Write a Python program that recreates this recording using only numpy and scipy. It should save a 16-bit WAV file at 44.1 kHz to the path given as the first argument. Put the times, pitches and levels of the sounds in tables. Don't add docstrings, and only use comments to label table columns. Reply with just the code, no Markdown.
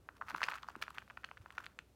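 import sys
import numpy as np
from scipy import signal
from scipy.fft import rfft, irfft
from scipy.io import wavfile
from scipy.ndimage import uniform_filter1d

SR = 44100
rng = np.random.default_rng(int(sys.argv[2]) if len(sys.argv) > 2 else 0)


def transcribe(u):
    v = np.clip(np.atleast_2d(u).T, -1, 1)
    q = np.round(v * 32767).astype(np.int16)
    wavfile.write(sys.argv[1], SR, q)


N = 85995
CRACK_RISE_S = 0.0008


def undb(db):
    return 10 ** (np.asarray(db) / 20)


def unit(x):
    return x / np.sqrt(np.mean(x ** 2))


def colour(x, points):
    hz, db = np.array(points, float).T
    frequency = np.maximum(np.fft.rfftfreq(len(x), 1 / SR), 1)
    gain = undb(np.interp(np.log(frequency), np.log(hz), db))
    return irfft(rfft(x) * gain, len(x))


def noise(points):
    return unit(colour(rng.standard_normal(N), points))


def high_pass(x, hz, order):
    return signal.sosfilt(signal.butter(order, hz, "high", fs=SR, output="sos"), x)


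def add(out, start_s, sound):
    i = int(np.clip(start_s * SR, 0, N - 1))
    out[i:i + len(sound)] += sound[:N - i]


def swell(rise_s, roundness=2):
    u = np.arange(int(10 * rise_s * SR) + 2) / SR / rise_s
    return (u * np.exp(1 - u)) ** roundness


def blows(rows, rise_cycles, roundness=2, pitch_drop=0):
    out = np.zeros(N)
    for (s, db, hz), cycles in zip(rows, np.broadcast_to(rise_cycles, len(rows))):
        rise_s = cycles / hz
        env = swell(rise_s, roundness)
        settling = np.exp(-np.arange(len(env)) / SR / rise_s) - np.exp(-1)
        turns = np.cumsum(hz * (1 + pitch_drop * settling)) / SR
        wave = np.sin(2 * np.pi * (turns - turns[np.argmax(env)]))
        add(out, s - rise_s, undb(db) * env * wave)
    return out


def background():
    # (frequency [Hz], relative level per Hz [dB])
    air_table = [(20, -38), (35, -14.5), (50, -18), (78, -4), (170, -11.5), (300, -13.5), (600, -18.5),
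                 (1300, -30.5), (4200, -35), (6200, -37), (15000, -41.5), (16000, -46)]
    air_db, hum_hz, hum_db = -68.5, 60.3, -73.5
    t = np.arange(N) / SR
    hum = np.sqrt(2) * np.sin(2 * np.pi * hum_hz * t)
    return undb(air_db) * noise(air_table) + undb(hum_db) * hum


def room(x):
    # (frequency [Hz], relative level per Hz [dB])
    walls_table = [(100, -11), (400, 9), (680, -11), (850, 4), (1150, 0.5), (1480, 2), (1850, -5),
                   (3000, 1), (6000, -1.5), (15000, 0)]
    tail_db, gap_s = -16, 0.001
    low_t60_s, treble_t60_s = 0.25, 0.35
    t = np.arange(N) / SR
    echoes = noise(walls_table) * (t > gap_s)
    low = signal.sosfilt(signal.butter(1, 3500, fs=SR, output="sos"), echoes)
    treble = echoes - low
    tail = low * undb(-60 * t / low_t60_s) + treble * undb(-60 * t / treble_t60_s)
    tail /= np.sqrt(np.sum(tail ** 2))
    return undb(tail_db) * signal.fftconvolve(x, tail)[:N]


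def scoop(pieces):
    # (frequency [Hz], relative level per Hz [dB])
    body_table = [(25, -57), (60, -36), (130, 0), (300, -3.5), (450, -2.5), (700, 1), (2000, -53)]
    # (time [s], level [dB], pitch [Hz], rise time [cycles])
    bumps = np.array([(0.3435, -44.5, 300, 0.7), (0.3505, -58, 169, 0.9), (0.7664, -45, 305, 0.62),
                      (0.775, -58, 218, 0.74), (1.4087, -50, 97, 0.89)])
    rumble_db, smear_s = -22.5, 0.041
    shaking = np.sqrt(np.abs(uniform_filter1d(pieces ** 2, int(smear_s * SR))))
    rumble = undb(rumble_db) * shaking * noise(body_table)
    return rumble + blows(bumps[:, :3], bumps[:, 3])


def rustle():
    # (time [s], rustle level before its trim [dB], grit level before its trim [dB])
    slide_table = [(0, -80.5, -105), (.13, -82, -99), (.17, -60.5, -73.5), (.2, -92, -101),
                   (0.292, -49.5, -66.5), (.33, -61.5, -78), (.37, -57.5, -67.5), (.47, -54, -67.5),
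                   (0.563, -49.5, -65), (0.612, -68, -82), (0.702, -55.5, -70.5), (0.738, -71, -87),
                   (.8, -66, -79.5), (0.823, -56, -58.5), (0.849, -69, -84), (.925, -71.5, -83),
                   (0.961, -55, -73), (1.05, -88, -84), (1.37, -76.5, -84), (1.54, -66.5, -83),
                   (1.58, -65, -75), (1.65, -60.5, -76.5), (1.72, -74.5, -109), (1.95, -100, -103)]
    # (frequency [Hz], relative level per Hz [dB])
    grit_table = [(1000, -9), (2500, 7), (4500, 0), (6500, -2.5), (9000, -8.5), (12000, -9), (16000, -10)]
    rustle_trim_db, grit_trim_db = -1, 4.5
    grains_per_s, grain_hz, rise_cycles = 600, 1366, 1.1
    spread_octaves, spread_db = 0.31, 3
    count = int(grains_per_s * N / SR)
    times = rng.uniform(0, N / SR, count)
    size, pitch = rng.standard_normal((count, 2)).T
    db = spread_db * np.clip(size, -2, 2)
    hz = grain_hz * 2 ** (spread_octaves * pitch)
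    grains = blows(np.c_[times, db, hz], rise_cycles)

    contacts = np.bincount((times * SR).astype(int), undb(db), N)
    grit = np.convolve(contacts, swell(CRACK_RISE_S / 2, 0.52))[:N] * noise(grit_table)

    at, rustle_db, grit_db = np.array(slide_table).T
    t = np.arange(N) / SR
    rustle_gain = undb(rustle_trim_db + np.interp(t, at, rustle_db))
    grit_gain = undb(grit_trim_db + np.interp(t, at, grit_db))
    return rustle_gain * unit(grains) + grit_gain * unit(grit)


def cracks(rows, spectrum):
    crumble_db, crumble_rise_s = -29, 0.0034
    out, crust = np.zeros(N), noise(spectrum)
    env = undb(crumble_db) * swell(crumble_rise_s, 0.33)
    snap = swell(CRACK_RISE_S, 3.5)[:len(env)]
    env[:len(snap)] += snap
    for s, db in rows:
        burst = env * np.take(crust, int(s * SR) + np.arange(len(env)), mode="wrap")
        burst *= np.sqrt(np.sum(env ** 2) / np.sum(burst ** 2))
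        add(out, s - CRACK_RISE_S, undb(db) * burst)
    return out


def rattles(rows):
    chatter_db, fade_s = -19, 0.002
    width = 0.81
    out, size = np.zeros(N), 1024
    env = np.exp(-np.arange(size) / SR / fade_s)
    for (s, db, hz), chance in zip(rows, rng.standard_normal((len(rows), size))):
        edges = hz * np.exp(np.array([-.5, .5]) * width)
        band = signal.butter(2, edges, "band", fs=SR, output="sos")
        chatter = signal.sosfilt(band, chance * env)
        chatter *= np.sqrt(np.sum(env ** 2) / np.sum(chatter ** 2))
        add(out, s, undb(db + chatter_db) * chatter)
    return out


def kibble():
    # (time [s], knock level before its trim [dB], knock pitch [Hz],
    # crack level before its trim [dB], rise time of the knock [cycles])
    landing_table = [(0.08943, -30.5, 1350, -64, 0.6), (0.21183, -39.5, 1620, -62, 0.76),
                     (0.21446, -29.0, 1260, -60, 1.62), (0.222, -30.5, 1290, -66, 0.95),
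                     (0.28461, -35.5, 1880, -59, 1.13), (0.30397, -37.0, 1270, -56, 1.77),
                     (0.30719, -28.0, 1590, -48, 0.6), (0.31521, -38.0, 1400, -57, 0.79),
                     (0.3459, -34.0, 2190, -56, 1.24), (0.34846, -24.5, 1190, -54, 1.57),
                     (0.36243, -35.0, 1580, -62, 0.6), (0.36398, -42.5, 1370, -47, 3.2),
                     (0.3823, -35.5, 1400, -53, 0.85), (0.4067, -33.5, 1710, -58, 1.48),
                     (0.41759, -23.5, 1220, -42, 1.27), (0.41951, -30.0, 1960, -54, 0.6),
                     (0.42357, -36.5, 1260, -66, 2.15), (0.43141, -16.5, 2090, -35, 0.68),
                     (0.43248, -28.0, 2140, -38, 1.71), (0.43583, -25.5, 2900, -35, 0.6),
                     (0.43956, -20.0, 2100, -27, 0.94), (0.44544, -34.5, 2240, -66, 1.55),
                     (0.44926, -46.0, 1130, -47, 3.2), (0.46551, -39.5, 1380, -66, 1.16),
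                     (0.48293, -41.0, 1130, -64, 3.2), (0.48453, -38.0, 2570, -51, 2.01),
                     (0.48561, -24.5, 1240, -54, 1.65), (0.48689, -20.5, 1790, -66, 0.66),
                     (0.48894, -33.0, 1230, -57, 0.68), (0.49357, -41.5, 1130, -66, 1.63),
                     (0.50039, -39.5, 1440, -55, 2.73), (0.5151, -31.0, 2220, -43, 1.18),
                     (0.51984, -27.0, 1870, -47, 0.6), (0.52192, -35.0, 1100, -46, 0.93),
                     (0.52518, -37.0, 1160, -54, 1.12), (0.53607, -30.0, 1520, -62, 0.95),
                     (0.54125, -41.0, 1370, -40, 2.13), (0.54662, -37.0, 1480, -62, 0.6),
                     (0.556, -41.0, 1360, -58, 2.39), (0.55898, -45.0, 1380, -52, 2.46),
                     (0.57527, -39.5, 1970, -65, 1.02), (0.58409, -35.5, 2030, -53, 0.6),
                     (0.63121, -36, 2300, -46, 0.6), (0.63413, -38.0, 1230, -63, 1.79),
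                     (0.64534, -44.5, 1120, -66, 1.8), (0.68727, -31, 1150, -46, 1.25),
                     (0.69919, -48.0, 1290, -55, 1.17), (0.70349, -42.5, 1060, -52, 0.85),
                     (0.75481, -33.5, 1320, -62, 0.9), (0.81538, -42.5, 1370, -56, 1.17),
                     (0.82307, -28.5, 2290, -40, 0.6), (0.82482, -22.5, 2330, -66, 0.79),
                     (0.82607, -27.5, 1780, -34, 0.95), (0.82768, -33.5, 1540, -45, 1.73),
                     (0.83827, -34.5, 2000, -66, 0.75), (0.86715, -44.5, 1990, -62, 1.01),
                     (0.88101, -30.0, 1380, -55, 0.6), (0.90654, -41.0, 1190, -56, 1.81),
                     (0.9756, -39.5, 1400, -66, 0.74), (0.98344, -24.0, 2030, -44, 0.71),
                     (1.02037, -44.0, 1610, -65, 0.91), (1.02489, -43.5, 1210, -66, 0.6),
                     (1.07862, -46.5, 1630, -66, 0.82), (1.10053, -37.0, 1820, -62, 0.82),
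                     (1.10517, -36.5, 1560, -66, 0.6), (1.10937, -41.0, 1240, -59, 0.73),
                     (1.17261, -36.5, 2130, -66, 0.96), (1.1747, -32.5, 1510, -61, 0.81),
                     (1.23482, -44.5, 1790, -66, 0.95), (1.24277, -30.5, 1760, -60, 0.99),
                     (1.24594, -30.5, 2590, -47, 1.14), (1.24658, -33.0, 1950, -47, 0.6),
                     (1.28956, -43.0, 1700, -66, 1.21), (1.31353, -36.5, 1980, -66, 0.93),
                     (1.31436, -36.0, 1140, -66, 0.75), (1.37245, -42.0, 1710, -61, 1.41),
                     (1.37649, -40.5, 2090, -66, 0.6), (1.46073, -36.5, 1260, -65, 0.79),
                     (1.50539, -37.0, 1990, -64, 0.81), (1.58037, -27.5, 1480, -59, 1.08),
                     (1.58251, -26.0, 1790, -50, 0.6), (1.58389, -39.0, 1450, -56, 2.11),
                     (1.60344, -40.5, 1420, -64, 1.24), (1.64239, -45.0, 1580, -65, 1.76),
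                     (1.64479, -44.5, 2750, -52, 1.3), (1.66506, -30.0, 2330, -50, 0.73),
                     (1.78987, -29.5, 2120, -40, 0.95)]
    # (time [s], level before its trim [dB])
    grazing_table = [(0.1686, -51), (0.2997, -34), (0.3094, -47), (0.3643, -50), (0.3716, -47),
                     (0.4343, -44), (0.4387, -42), (0.4541, -39), (0.5032, -37), (0.6234, -53),
                     (0.7619, -45), (0.8225, -37), (0.8258, -32), (0.9045, -41), (0.9467, -45),
                     (0.9521, -47), (1.5242, -46.5), (1.5832, -62), (1.5907, -50), (1.6406, -44.5),
                     (1.6589, -40.5)]
    # (frequency [Hz], relative level per Hz [dB])
    crack_table = [(700, -60), (1600, 0), (2700, 8.5), (3800, 1.5), (4700, 2), (6500, -3.5), (8500, -15),
                   (11000, -24.5), (16000, -22.5)]
    tick_table = [(1000, -25), (2500, 16.5), (4200, 11), (6500, 5), (8500, 1), (12000, 2), (16000, -9)]
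    knock_trim_db, crack_trim_db, tick_trim_db = -0.5, -3.5, -10.5
    roundness = 4.02
    pitch_drop = 0.69
    s, db, hz, crack_db, cycles = np.array(landing_table).T
    knocks = blows(np.c_[s, db + knock_trim_db, hz], cycles, roundness, pitch_drop)
    crisp = cracks(np.c_[s, crack_db + crack_trim_db], crack_table)
    ticks = undb(tick_trim_db) * cracks(grazing_table, tick_table)
    return knocks + rattles(np.c_[s, db, hz]) + crisp + ticks


def scene():
    # (frequency [Hz], level [dB])
    hollow_table = [(450, 0.5), (950, 1), (1150, 1), (1400, 2.5), (1700, 2), (2100, -2), (2600, 1.5),
                    (2900, -3), (3500, 0), (3900, -2.5), (4300, 2), (5200, -2.5), (6300, 0.5), (10000, 0)]
    falling = high_pass(colour(kibble(), hollow_table), 600, order=2)
    sliding = high_pass(rustle(), 787, order=5)
    pieces = falling + sliding
    near = pieces + scoop(pieces)
    return (near + room(near) + background())[None]


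def record(dry):
    return signal.sosfilt(signal.ellip(10, .1, 70, 16200, fs=SR, output="sos"), dry)


dry = scene()
out = record(dry)
transcribe(out)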